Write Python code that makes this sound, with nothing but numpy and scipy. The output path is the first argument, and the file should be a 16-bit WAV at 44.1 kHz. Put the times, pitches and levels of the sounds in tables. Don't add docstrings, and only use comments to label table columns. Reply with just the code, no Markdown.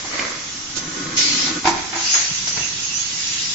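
import sys
import numpy as np
from scipy import signal
from scipy.fft import rfft, irfft
from scipy.io import wavfile
from scipy.ndimage import map_coordinates

SR = 44100
rng = np.random.default_rng(int(sys.argv[2]) if len(sys.argv) > 2 else 0)


def persist_wave(psi):
    counts = np.round(np.clip(psi, -1, 1) * 32767).astype(np.int16)
    wavfile.write(sys.argv[1], SR, np.atleast_2d(counts).T)


N = 156114
T = np.arange(N) / SR
HZ = np.maximum(np.arange(N // 2 + 1) * SR / N, 1)

# (time [s], level [dB])
VENT_FLOW = [(1.93, -65), (1.965, -29), (2.05, -22), (2.14, -18.5), (2.3, -24), (2.45, -26.5), (2.7, -25.5),
             (2.85, -28.5), (3.1, -26.5), (3.4, -22.5), (3.54, -23.5)]
# (time [s], left minus right [dB])
VENT_PAN = [(2.1, 2), (2.4, -1.5), (2.7, -5.5), (2.97, -4.5), (3.2, -2.5), (3.54, 0)]
VENT_TREBLE_HZ = 5200
# (frequency [Hz], relative level [dB])
CLANK_SPECTRUM = [(100, -25.5), (350, -10.5), (480, -7), (750, -3), (1000, -3.5), (1150, 0.5), (1300, 0),
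                  (1800, -0.5), (2350, 1), (2900, -8.5), (5000, -6), (7600, -36)]


def exhausts():
    # (time [s], level [dB])
    blast_flow = [(1.135, -48.5), (1.18, -12.5), (1.25, -15.5), (1.36, -18), (1.48, -18), (1.54, -27),
                  (1.62, -35), (1.7, -76)]
    # (frequency [Hz], relative level [dB])
    blast_spectrum = [(500, -24.5), (1200, -34), (2100, 0.5), (2800, -3.5), (4200, 2), (5400, 3), (6600, 1),
                      (7600, -5.5)]
    vent_spectrum = [(600, -37), (1500, -7), (2200, 0.5), (2430, -1), (2700, 1), (3050, 0.5), (3700, 0.5),
                     (4500, 4), (5500, 7), (5950, 8.5), (6550, -9.5), (7000, 9.5), (7600, -4)]
    blast = from_db(in_time(blast_flow)) * noise(blast_spectrum)
    vent = noise(vent_spectrum)
    treble = irfft(rfft(vent) / (1 + (VENT_TREBLE_HZ / HZ) ** 20), N)
    return blast + from_db(in_time(VENT_FLOW)) * (vent - treble + treble * pan(in_time(VENT_PAN)))


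def falling_whistles():
    # (start [s], first pitch [Hz], last pitch [Hz], sinking time [s], width [Hz],
    # level [dB], fade time before the speed-up [s])
    whistles = [(1.165, 6800, 3400, .118, 160, -18.5, 1.6), (1.95, 6850, 5500, .25, 420, -27, 2.0)]
    out = 0
    for start, first_hz, last_hz, sink_s, width_hz, db, fade_s in whistles:
        age = np.maximum(T - start, 0)
        hz = last_hz + (first_hz - last_hz) * np.exp(-age / sink_s)
        speed_up = 1 + age / .24
        out += from_db(db) * decay(start, .0047, fade_s) ** speed_up * fluttering_tone(hz, width_hz)
    return out


def vent_whistles():
    # (pitch [Hz], width [Hz], level relative to the vent [dB])
    tones = [(2720, 220, -15), (4500, 140, -18), (5030, 150, -17), (5920, 170, -11), (6500, 280, -10)]
    out = 0
    for hz, width_hz, db in tones:
        tone = fluttering_tone(hz * (1 + .015 * drift(per_s=7)), width_hz)
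        waver_db = 7 * drift(per_s=14)
        lean = pan(in_time(VENT_PAN)) if hz > VENT_TREBLE_HZ else 1
        out += from_db(in_time(VENT_FLOW) + db + waver_db) * tone * lean
    # (time [s], half-length [s], pitch [Hz], width [Hz], level [dB], left minus right [dB])
    squeal = (2.96, .018, 5990, 200, -23, -10)
    time, half_s, hz, width_hz, db, pan_db = squeal
    return out + from_db(db) * pan(pan_db) * swell(time, half_s) * fluttering_tone(hz, width_hz)


def valve_puffs():
    # (time [s], level [dB], half-length [s], left minus right [dB])
    puffs = [(0.19, -31.5, 0.033, -12), (0.778, -16.5, 0.014, -7.5), (1.684, -16, .022, 1),
             (2.144, -27, 0.0091, 6), (2.486, -17, 0.01, 4)]
    # (frequency [Hz], relative level [dB])
    spectrum = [(1000, -54.5), (2800, -8), (4000, -3), (5200, 0), (6000, 2), (7600, -1.5)]
    bursts = sum(from_db(db) * pan(pan_db) * swell(time, half_s) for time, db, half_s, pan_db in puffs)
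    return bursts * noise(spectrum)


def knocks():
    # (time [s], ring [dB], thud [dB], clank [dB], rise time [s], fade time [s])
    blows = [(0.047, -35, -52, -65.5, .003, 0.074), (0.772, -47, -29, -32, .002, 0.12),
             (1.472, -35, -33.5, -38, 0.0014, 0.056), (1.643, -30, -42, -22, 0.0032, 0.088),
             (1.653, -16.5, -30.5, -14.5, 0.0024, 0.15), (1.672, -13.5, -37, -16, 0.0018, .11),
             (1.686, -22, -34.5, -32, 0.0025, 0.19), (1.744, -47.5, -32.5, -53, 0.0057, .22),
             (1.926, -29.5, -55.5, -25, 0.006, 0.93), (1.956, -27, -56.5, -48, 0.0051, .25),
             (2.132, -48.5, -58.5, -21, 0.011, 0.53), (2.471, -45, -36, -26, 0.0016, 0.11),
             (2.562, -39, -30, -23, 0.013, 0.24)]
    # (frequency [Hz], relative level [dB])
    thud_spectrum = [(25, -16.5), (70, -11), (160, -6.5), (320, -12.5), (500, -7.5), (1200, -32.5),
                     (8000, -67.5)]
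    times, ring_db = np.transpose(blows)[:2]
    ringing = room(steel_frame(times, ring_db) * pan(db=-1.7))
    thud_power = clank_power = 0
    for start, _, thud_db, clank_db, rise_s, fade_s in blows:
        tail = from_db(-9.5) * decay(start, rise_s=.015, fade_s=1)
        power = decay(start, rise_s, fade_s) ** 2 + tail ** 2
        thud_power += from_db(thud_db) ** 2 * power
        clank_power += from_db(clank_db) ** 2 * power
    thud = np.sqrt(thud_power) * noise(thud_spectrum)
    clank = np.sqrt(clank_power) * colour(grains(per_s=5400, spread_db=3), CLANK_SPECTRUM)
    return hollow(ringing + thud + clank)


def steel_frame(times, ring_db):
    # (pitch [Hz], level [dB], fade time [s])
    notes = [(165, -24, 0.34), (310, -11.5, 0.093), (339, -4, .2), (370, -12, 0.17), (661, -16, 0.28),
             (721, -7, .17), (768.4, -1.5, 0.16), (827, -3, 0.091), (879, -11, 0.28), (938, -1, 0.13),
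             (989, -2.5, .09), (1021.5, -3, 0.13), (1334, -12, 0.15), (1460, -30.5, .3), (1737, -18, 0.34),
             (1850, -20.5, 0.12), (2260, -36.5, .2)]
    shake_power = sum((from_db(db - 22.5) * decay(start, rise_s=.005, fade_s=.66)) ** 2
                      for start, db in zip(times, ring_db))
    rattle = np.sqrt(shake_power) * grains(per_s=460, spread_db=1.5)
    out = 0
    for hz, db, fade_s in notes:
        strengths = from_db(ring_db + rng.standard_normal(len(times)))
        hits = clicks(times, strengths * rng.choice([-1, 1], len(times)))
        out += from_db(db) * ring(hits + rattle, hz, fade_s)
    return out


def hollow(x):
    # (frequency [Hz], width [Hz])
    gaps = [(520, 110), (1150, 93)]
    for hz, width_hz in gaps:
        x = signal.lfilter(*signal.iirnotch(hz, hz / width_hz, fs=SR), x)
    return x


def chute():
    # (time [s], level [dB])
    pour = [(0, -35), (.1, -33.5), (.135, -26.5), (.215, -22.5), (.28, -26.5), (.37, -32.5), (.5, -41.5),
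            (.7, -76.5)]
    # (frequency [Hz], relative level [dB])
    spectrum = [(80, -26), (290, -3), (380, -7.5), (580, -2), (800, -12), (1100, -1.5), (1750, -5),
                (2120, 2), (2450, -7), (2700, -11.5), (3500, -16), (4500, -7), (7600, -19)]
    # (time [s], level [dB])
    hits = [(.192, -15), (.195, -6.5)]
    # (pitch [Hz], level [dB], fade time [s])
    notes = [(2150, -4.5, 0.026), (2390, -13.5, 0.054), (2970, -15, 0.021)]
    times, hit_db = np.transpose(hits)
    tinks = sum(ring(clicks(times, from_db(hit_db + db)), hz, fade_s) for hz, db, fade_s in notes)
    clatter = from_db(in_time(pour)) * colour(grains(per_s=1200, spread_db=-2), spectrum)
    return clatter + room(tinks * pan(db=0))


def conveyor():
    # (time [s], level [dB])
    effort = [(.70, -46), (.78, -34.5), (.95, -32.5), (1.15, -30), (1.4, -30), (1.58, -30), (1.61, -36.5),
              (1.7, -41), (1.9, -84)]
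    # (pitch [Hz], width [Hz], relative level [dB])
    notes = [(157.6, 28, -5.5), (241, 45, -2), (283, 47, 1.5), (323, 29, -2), (382, 15, -10),
             (500, 42, -11), (1092, 25, -8), (1248, 10, -8.5), (1472, 14, -4), (1790, 77, -8.5),
             (1850, 48, -18), (1970, 170, -8)]
    slips = two_ears(grains(per_s=900, spread_db=3))
    trays = 0
    for k, (hz, width_hz, db) in enumerate(notes):
        fade_s = np.log(1000) / (np.pi * width_hz)
        trays += (-1) ** k * from_db(db) * rms_one(ring(slips, hz, fade_s))
    scrape = from_db(-4.5) * colour(slips, CLANK_SPECTRUM)
    return from_db(in_time(effort)) * (rms_one(trays) + scrape)


def guide_rods():
    # (time [s], level [dB])
    jingle = [(2.3, -50.5), (2.5, -45.5), (2.8, -38), (3.1, -37.5), (3.3, -35), (3.54, -32)]
    # (pitch [Hz], relative level [dB], fade time [s])
    notes = [(2460, -5, 0.087), (2780, -2, 0.11), (3010, 1, 0.12), (3370, 1.5, 0.17), (3510, -5, 0.1),
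             (3770, 1.5, 0.19), (4160, -10, 0.16), (4670, -13, 0.064)]
    rings = sum(from_db(db) * ring(grains(per_s=17, spread_db=3), hz, fade_s) for hz, db, fade_s in notes)
    return from_db(in_time(jingle)) * rms_one(rings)


def low_thud():
    # (time [s], level [dB])
    hum_level = [(2.29, -73), (2.315, -34), (2.36, -50.5), (2.43, -41.5), (2.5, -51.5)]
    return from_db(in_time(hum_level)) * two_ears(fluttering_tone(hz=150.5, width_hz=55))


def air_leak():
    # (frequency [Hz], relative level [dB])
    spectrum = [(800, -40.5), (2000, -12), (3300, -5.5), (4500, -5.5), (5500, 0), (6300, 0), (7600, -5)]
    return from_db(-26.5) * noise(spectrum)


def factory_drone():
    # (frequency [Hz], relative level [dB])
    spectrum = [(20, -3), (45, -4.5), (80, 0.5), (150, -0.5), (310, -1), (450, -8), (650, -10.5),
                (780, -4.5), (1200, -3.5), (2100, -3), (3000, -19.5), (8000, -20)]
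    return from_db(-39) * noise(spectrum)


def sputter(x, depth_db=2.2, strip_hz=131.7, patch_s=.045):
    hz, times, slices = signal.stft(x, SR, nperseg=1024)
    grid = np.meshgrid(hz / strip_hz, times / patch_s, indexing="ij")
    patches = map_coordinates(rng.standard_normal((300, 200)), grid, order=3, mode="mirror")
    return signal.istft(slices * from_db(depth_db * patches), SR, nperseg=1024)[1][:, :N]


def panel_echoes(x, count=8, longest_s=.016):
    delays = (rng.uniform(.05, 1, (2, count)) * longest_s * SR).astype(int)
    gain = from_db(-14)
    echoes = np.array([sum(np.roll(ear, delay) for delay in row) for ear, row in zip(x, delays)])
    return (x + gain * echoes) / np.sqrt(1 + count * gain ** 2)


def room(x):
    tail = two_ears(rng.standard_normal((2, N))) * decay(.012, rise_s=.005, fade_s=.45)
    tail = tail[:, :SR] / np.sqrt(np.sum(tail ** 2) / 2)
    return x + from_db(-7) * signal.fftconvolve(x, tail, axes=1)[:, :N]


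def from_db(db):
    return 10 ** (np.asarray(db) / 20)


def rms_one(x):
    return x / np.sqrt(np.mean(x ** 2) + 1e-20)


def in_time(rows):
    return np.interp(T, *np.transpose(rows))


def at_hz(rows):
    hz, value = np.transpose(rows)
    return np.interp(np.log(HZ), np.log(hz), value)


def pan(db):
    gains = from_db(np.array([[.5], [-.5]]) * db)
    return gains / np.sqrt(np.mean(gains ** 2, axis=0))


def two_ears(pair):
    # (frequency [Hz], likeness [-1 to 1])
    likeness = [(60, .999), (140, .992), (300, .92), (650, .2), (1500, .15), (3400, 0), (7600, .1)]
    mid, side = rfft(pair)
    alike = at_hz(likeness)
    return irfft(np.sqrt(1 + alike) * mid + np.sqrt(1 - alike) * side * [[1], [-1]], N)


def colour(pair, spectrum):
    return rms_one(two_ears(irfft(rfft(pair) * from_db(at_hz(spectrum)), N)))


def noise(spectrum):
    return colour(rng.standard_normal((2, N)), spectrum)


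def grains(per_s, spread_db):
    sizes = from_db(spread_db * np.minimum(rng.exponential(1, (2, N)), 4))
    return sizes * rng.choice([-1, 1], (2, N)) * (rng.random((2, N)) < per_s / SR)


def clicks(times, gains):
    out = np.zeros(N)
    out[(np.asarray(times) * SR).astype(int)] = gains
    return out


def ring(x, hz, fade_s):
    shrink = from_db(-60 / (fade_s * SR))
    turn = 2 * np.pi * hz / SR
    return signal.lfilter([0, np.sin(turn)], [1, -2 * shrink * np.cos(turn), shrink ** 2], x + 1e-18)


def fluttering_tone(hz, width_hz):
    smoothing = signal.butter(2, width_hz / 2, fs=SR, output="sos")
    flutter = signal.sosfilt(smoothing, rng.standard_normal((2, 2, N)))
    phase = 2 * np.pi * np.cumsum(hz * np.ones(N)) / SR
    return rms_one(flutter[0] * np.cos(phase) + flutter[1] * np.sin(phase))


def decay(start, rise_s, fade_s):
    age = np.maximum(T - start, 0)
    return np.minimum(age / rise_s, 1) * np.exp(-np.log(1000) * age / fade_s)


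def swell(time, half_s):
    return np.exp(-.5 * ((T - time) / half_s) ** 2)


def drift(per_s):
    points = rng.standard_normal(200)
    return np.interp(T * per_s, np.arange(len(points)), points)


def scene():
    # (frequency [Hz], left minus right [dB])
    balance = [(400, 0.5), (800, 1), (1100, -1.5), (1500, -4), (2500, -5), (3500, 0), (4600, 2), (6000, -2),
               (7600, -0.5)]
    hiss = panel_echoes(sputter(exhausts() + air_leak()))
    air = hiss + falling_whistles() + vent_whistles() + valve_puffs()
    mix = air + conveyor() + knocks() + guide_rods() + chute() + low_thud() + factory_drone()
    above_bass = HZ > balance[0][0]
    return irfft(rfft(mix) * pan(at_hz(balance) * above_bass), N)


def record(dry, cutoff_hz=7560):
    return signal.sosfilt(signal.ellip(18, .1, 80, cutoff_hz, fs=SR, output="sos"), dry)


dry = scene()
out = record(dry)
persist_wave(out)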